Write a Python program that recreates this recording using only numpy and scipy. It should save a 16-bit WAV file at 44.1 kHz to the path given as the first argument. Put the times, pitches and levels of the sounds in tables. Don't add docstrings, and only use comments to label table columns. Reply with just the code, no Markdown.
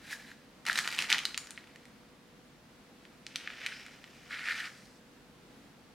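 import sys
import numpy as np
from scipy import signal
from scipy.fft import rfft, irfft, next_fast_len
from scipy.io import wavfile
from scipy.ndimage import uniform_filter1d

SR = 44100
rng = np.random.default_rng(int(sys.argv[2]) if len(sys.argv) > 2 else 0)


def dump_mix(stems):
    frames = np.atleast_2d(stems).T
    limited = np.clip(frames, -1, 1)
    pcm = np.round(limited * 32767).astype(np.int16)
    wavfile.write(sys.argv[1], SR, pcm)


N = 261947
TAPS = 2048
TIME = np.arange(N) / SR
HZ = np.fft.rfftfreq(TAPS, 1 / SR)


def gain_of(db):
    return 10 ** (np.asarray(db) / 20)


def unit_rms(x):
    return x / np.sqrt(np.mean(x ** 2) + 1e-20)


def unit_energy(x):
    return x / np.linalg.norm(x)


def read(points, hz):
    f, value = np.transpose(points)
    return np.interp(np.log(hz + 1), np.log(f + 1), value)


def add(mix, start_s, sound):
    part = mix[max(0, round(start_s * SR)):][:len(sound)]
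    part += sound[:len(part)]


def coloured(x, points):
    size = next_fast_len(len(x) + TAPS)
    gain = gain_of(read(points, np.fft.rfftfreq(size, 1 / SR)))
    return irfft(rfft(x, size) * gain, size)[:len(x)]


def impulse(gain):
    log_gain = np.log(np.maximum(np.r_[gain, gain[-2:0:-1]], 1e-5))
    return unit_energy(np.fft.ifft(np.exp(np.conj(signal.hilbert(log_gain)))).real)


def drift(rate_hz):
    knots_s = np.arange(0, TIME[-1] + 2 / rate_hz, 1 / rate_hz)
    return unit_rms(np.interp(TIME, knots_s, rng.standard_normal(len(knots_s))))


def ventilation(level_db=-58.5, swell_db=0.5):
    # f/Hz, density/dB
    colour = [(20, -25), (48, -1.5), (70, -9), (110, -4), (160, -0.5), (260, 2), (380, -6), (650, -8.5),
              (900, -11), (1600, -13), (4500, -20), (7000, -26), (11000, -30.5), (16000, -35.5)]
    # f/Hz, side re mid/dB
    width = [(30, -13), (60, -10.5), (290, -11.5), (640, -6.5), (1410, -4.5), (3100, -3), (6820, -1.5),
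             (15000, 0)]
    mid, side = (unit_rms(coloured(rng.standard_normal(N), colour)) for _ in range(2))
    side = coloured(side, width)
    return np.array([mid + side, mid - side]) * gain_of(level_db + swell_db * drift(5.028))


def motor_hum(waver_db=1.3, waver_hz=2.47):
    # f/Hz, rms level/dB
    lines = [(145.3, -75), (231.5, -73), (489.9, -71)]
    hum = np.zeros(N)
    for hz, db in lines:
        peak = np.sqrt(2) * gain_of(db + waver_db * drift(6.5))
        hum += peak * np.sin(2 * np.pi * np.cumsum(hz + waver_hz * drift(14)) / SR)
    return hum


def facet(ring_hz, q):
    detuning = (HZ + 1) / ring_hz - ring_hz / (HZ + 1)
    return 1 / (1 + (q * detuning) ** 2) ** 2


def stroke(curve, treble_follows, brighten_db_per_s, fade_s=0.02):
    s, db = np.transpose(curve)
    body_db = np.interp(TIME, s, db)
    from_middle_s = np.clip(TIME, s[0], s[-1]) - (s[0] + s[-1]) / 2
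    treble_db = db.max() + treble_follows * (body_db - db.max()) + brighten_db_per_s * from_middle_s
    contact = np.clip(1 + np.minimum(TIME - s[0], s[-1] - TIME) / fade_s, 0, 1)
    return contact * gain_of(body_db), contact * gain_of(treble_db)


def rustle(effort, colour, gain_db, treble_db, slips_per_s, spread_db, clump_db, hiss_share):
    body_gain, treble_gain = effort
    rubbing = body_gain > 1e-5
    powers = np.array([facet(hz, q=1.78) for hz in np.geomspace(1200, 13000, 12)])
    facets = np.sqrt(powers / powers.sum(0)) * gain_of(read(colour, HZ))
    size = gain_of(spread_db * np.minimum(rng.exponential(1, N), 4) + clump_db * drift(260))
    slips = size * rng.choice([-1, 1], N) * (rng.random(N) < slips_per_s / SR)
    facet_hit = rng.integers(0, len(facets), N)
    grains = np.zeros(rubbing.sum())
    for k, gain in enumerate(facets):
        hits = (slips * (facet_hit == k))[rubbing]
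        grains += np.linalg.norm(gain) * signal.oaconvolve(hits, impulse(gain))[:len(grains)]
    # f/Hz, gain/dB
    low_pass = [(3500, 0), (5000, -4), (7000, -16), (10000, -35)]
    high_pass = [(2500, -50), (4000, -18), (5500, -5), (8000, 0)]
    body = unit_rms(coloured(grains, low_pass))
    crackle = unit_rms(coloured(grains, high_pass))
    hiss = unit_rms(coloured(coloured(rng.standard_normal(N)[rubbing], colour), high_pass))
    fizz = np.sqrt(1 - hiss_share) * crackle + np.sqrt(hiss_share) * hiss
    out = np.zeros(N)
    out[rubbing] = body * body_gain[rubbing] + fizz * treble_gain[rubbing] * gain_of(treble_db)
    return out * gain_of(gain_db)


def hand_shift():
    # t/s, level/dB
    envelope = [(0, -61.5), (0.07, -53), (0.1, -48), (0.125, -39), (0.175, -54.6), (0.26, -54.9),
                (0.315, -54), (0.36, -67), (0.45, -67)]
    # f/Hz, density/dB
    colour = [(290, -42), (500, -13.5), (604, -22), (831, -16.5), (1210, -18), (1640, -1), (3150, -12.5),
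              (4090, -10), (9490, -29.5), (10200, -26), (16000, -39)]
    effort = stroke(envelope, treble_follows=1.14, brighten_db_per_s=-6)
    return rustle(effort, colour, gain_db=-1.7, treble_db=-8,
                  slips_per_s=10000, spread_db=0, clump_db=1.9, hiss_share=0.56)


def scattered(click, decay_s):
    t = TIME[:TAPS]
    spectrum = rfft(rng.standard_normal(TAPS) * np.sqrt(t) * np.exp(-t / decay_s))
    white_burst = irfft(spectrum / uniform_filter1d(abs(spectrum), size=48))[:TAPS // 2]
    return unit_energy(signal.fftconvolve(click, white_burst)[:TAPS])


def snap(db, ring_hz, q, crack_db, crack_s=0.00064, flutter_db=-10, flutter_s=0.002):
    # f/Hz, gain/dB
    radiation = [(100, -21), (500, -24.5), (1050, -7.5), (1550, 2.5), (4500, 1), (9000, -6), (13500, -19),
                 (16000, -27)]
    sheet = gain_of(read(radiation, HZ))
    ring_gain = sheet * np.sqrt(facet(ring_hz, q))
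    ring = np.linalg.norm(ring_gain) * impulse(ring_gain)
    crack = gain_of(crack_db) * np.linalg.norm(sheet) * scattered(impulse(sheet), crack_s)
    click = unit_energy(ring + crack)
    flutter = gain_of(flutter_db) * scattered(click, flutter_s)
    return gain_of(db) * np.sqrt(0.004 * SR) * unit_energy(click + flutter)


def loud_snaps(gain_db=-1.5):
    # t/s, level/dB, ring f/Hz, ring Q, relative crack level/dB
    creases = [(0.1289, -32, 1640, 3.3, -30), (0.316, -45, 1670, 4.7, -27), (0.653, -41.5, 1530, 1.3, -11),
               (0.6652, -31, 1970, 1.9, -5), (0.6976, -20, 1640, 2.5, -43), (0.7292, -32, 1820, 1.5, 3),
               (0.7568, -28, 1440, 0.97, -16), (0.7757, -28, 1430, 0.64, -2), (0.7883, -22, 1750, 2, -12.5),
               (0.876, -27.5, 2280, .7, -8), (0.9259, -35, 2090, 1, -12), (0.9891, -22, 2650, 2.8, -15.5),
               (1.0234, -29, 2090, 1.5, -10), (1.102, -22.5, 2400, 2.3, -12),
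               (1.1178, -21.5, 2120, 1.9, -25), (1.1271, -16.5, 3100, .95, -16),
               (1.1446, -29.5, 1520, 1.1, -21), (1.1826, -28.5, 2910, 3.7, -13.5),
               (1.1898, -28.5, 2440, 0.87, -15), (1.2534, -23.5, 3990, 1.36, -10),
               (1.3449, -32.5, 2820, 1.06, -32), (1.3766, -27.5, 7500, 3.1, -5), (1.471, -46, 5340, 3, -3),
               (1.5071, -40, 8600, 1.8, -11.5), (1.5767, -38, 2150, 1.7, -37),
               (1.7592, -48, 2110, 1.5, -12), (1.8544, -51.5, 2200, 1.8, -6),
               (3.0527, -50.5, 2270, 1.1, -22), (3.2665, -37.5, 3280, 0.52, -35),
               (3.3587, -28, 3830, 1.3, -7), (3.475, -30.5, 1830, 1.5, -43), (3.503, -41, 1700, 1, -27),
               (3.6631, -27.5, 2290, 1.75, -16), (3.6693, -34, 2450, 0.88, -14),
               (3.7217, -37.5, 1580, 3, -31), (3.8641, -44, 1650, 1, -9), (4.0416, -44.5, 1960, 0.77, -17),
               (4.3092, -37, 1540, 2.7, -39), (4.4858, -27.5, 1770, 2.4, -32), (4.5105, -28, 1870, 3, -34),
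               (4.6022, -37, 1950, 2.4, -16)]
    out = np.zeros(N)
    for s, db, ring_hz, q, crack_db in creases:
        add(out, s, snap(db + gain_db, ring_hz, q, crack_db))
    return out


def pushes(rise_s=0.024, release_s=0.033, settle_db=-17, settle_s=0.29):
    # start t/s, length/s, level/dB, treble offset/dB
    presses = [(0.652, 0.041, -31, -9.5), (0.73, 0.06, -33, -3), (0.825, 0.13, -38.5, -7),
               (0.959, 0.052, -32, -7), (1.077, 0.056, -30.5, -11.5)]
    body, treble = np.zeros(N), np.zeros(N)
    for start_s, length_s, db, treble_db in presses:
        rise = np.clip((TIME - start_s) / rise_s, 0, 1)
        after_s = np.maximum(TIME - start_s - length_s, 0)
        fall = np.maximum(np.exp(-after_s / release_s), gain_of(settle_db) * np.exp(-after_s / settle_s))
        push = gain_of(db) * rise ** 2 * fall
        body = np.hypot(body, push)
        treble = np.hypot(treble, push * gain_of(treble_db))
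    return body, treble


def small_snaps(effort, per_s, over_db, ring_hz, octaves, q, crack_db):
    out, body = np.zeros(N), effort[0]
    start_s = TIME[np.argmax(body > 0)]
    for k, (lag, softer_db, pitch, crack) in enumerate(rng.uniform(-1, 1, (400, 4))):
        s = start_s + (k + 1 + lag) / per_s
        effort_db = 20 * np.log10(np.interp(s, TIME, body, right=0) + 1e-9)
        if effort_db > -70:
            hz = ring_hz * 2 ** (octaves * pitch)
            add(out, s, snap(effort_db + over_db - softer_db, hz, q, crack_db + 10 * crack))
    return out


def hand_press():
    # f/Hz, density/dB
    colour = [(40,-33), (150,-12.5), (250,-16), (400,-14.5), (620,-17), (800,-9.5), (1100,-6.5),
              (1550,-1.5), (2050,1), (3500,-7.5), (4500,-7.5), (6000,-14.5), (9000,-22.5), (13500,-30),
              (16000,-41)]
    effort = pushes()
    crinkle = rustle(effort, colour, gain_db=-3, treble_db=-4.5,
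                     slips_per_s=4500, spread_db=3, clump_db=3.5, hiss_share=0.16)
    snaps = small_snaps(effort, per_s=60, over_db=-2, ring_hz=2500, octaves=1, q=2.9, crack_db=-22)
    return crinkle + snaps


def knife_draw():
    # t/s, level/dB
    envelope = [(3.0, -74), (3.24, -72), (3.31, -58), (3.42, -48.5), (3.58, -49.5), (3.635, -43.3),
                (3.79, -50), (3.92, -55.5), (4.0, -61), (4.28, -58.5)]
    # f/Hz, density/dB
    colour = [(40,-27), (90,-12), (160,-23), (500,-3.5), (750,-8), (1100,-6.5), (1550,4.5), (2250,7),
              (2900,4), (4200,-4.5), (5200,-7), (8500,-24), (16000,-35)]
    effort = stroke(envelope, treble_follows=0.6, brighten_db_per_s=4.5)
    rasp = rustle(effort, colour, gain_db=-2, treble_db=-16.5,
                  slips_per_s=5000, spread_db=2, clump_db=1.5, hiss_share=0.43)
    ring = blade_ring()
    ticks = small_snaps(effort, per_s=18, over_db=-0.5, ring_hz=2150, octaves=0.42, q=1.5, crack_db=-26)
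    return rasp + ring + ticks


def blade_ring(middle_s=3.77, half_length_s=0.063, level_db=-58, flicker_db=2.1, ring_hz=5150, q=6.8):
    response = impulse(np.sqrt(facet(ring_hz, q)))
    ring = unit_rms(signal.oaconvolve(rng.standard_normal(N), response)[:N])
    passing = np.exp(-((TIME - middle_s) / half_length_s) ** 2)
    return ring * gain_of(level_db + flicker_db * drift(120)) * passing


def hand_slide():
    # t/s, level/dB
    envelope = [(4.29, -57), (4.315, -40), (4.44, -43), (4.5, -32.5), (4.545, -41), (4.6, -37),
                (4.63, -44.5), (4.66, -40.5), (4.71, -58.5), (4.87, -66), (4.98, -77)]
    # f/Hz, density/dB
    colour = [(200,-43), (500,-30), (800,-22), (1080,-16.5), (1450,-2.5), (2150,-0.5), (2550,-6.5),
              (3300,-10), (4500,-13.5), (6500,-27.5), (10000,-36.5), (14000,-46), (16000,-48)]
    effort = stroke(envelope, treble_follows=0.64, brighten_db_per_s=17)
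    rub = rustle(effort, colour, gain_db=-2, treble_db=-15,
                 slips_per_s=6000, spread_db=2.5, clump_db=1.5, hiss_share=0.47)
    ticks = small_snaps(effort, per_s=90, over_db=-3.5, ring_hz=1940, octaves=0.36, q=4, crack_db=-33)
    return rub + ticks


def room_response(early_db=-8.5, early_s=0.0072, tail_db=-8):
    # f/Hz, T60/s
    t60 = [(300, 1), (2000, 0.39), (5000, 0.38), (9000, 0.32), (15000, 0.48)]
    # f/Hz, gain/dB
    colour = [(300, 3), (1200, -1), (2500, -3.5), (4000, -2.5), (6000, 1.5), (9000, 2.5), (15000, -2)]
    t = TIME[:SR // 2]
    scatter = rng.standard_normal(len(t)) * (rng.random(len(t)) < 0.08) * (t > 0.001)
    early = unit_energy(scatter * np.exp(-t / early_s))
    reflections = rng.choice([-1., 1.], len(t)) * (rng.random(len(t)) < 0.1) * (t > 0.005)
    hz, frame_s, bands = signal.stft(reflections, SR, nperseg=256)
    decay = 1000 ** (-frame_s / read(t60, hz)[:, None])
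    tail = unit_energy(signal.istft(bands * decay, SR, nperseg=256)[1][:len(t)])
    return gain_of(early_db) * early + gain_of(tail_db) * coloured(tail, colour)


def kitchen(x):
    # f/Hz, side re mid/dB
    width = [(300, -11.5), (1500, -29.5), (3000, -8), (6000, -4), (14000, 0.5)]
    mid = x + signal.oaconvolve(x, room_response())[:N]
    side = coloured(signal.oaconvolve(x, room_response())[:N], width)
    return np.array([mid + side, mid - side])


def scene():
    movements = hand_shift() + hand_press() + knife_draw() + hand_slide()
    return kitchen(movements + loud_snaps()) + ventilation() + motor_hum()


def record(dry):
    low_pass = signal.firwin(511, 16100, window=("kaiser", 9), fs=SR)
    return signal.oaconvolve(dry, low_pass[None], "same")


dry = scene()
out = record(dry)
dump_mix(out)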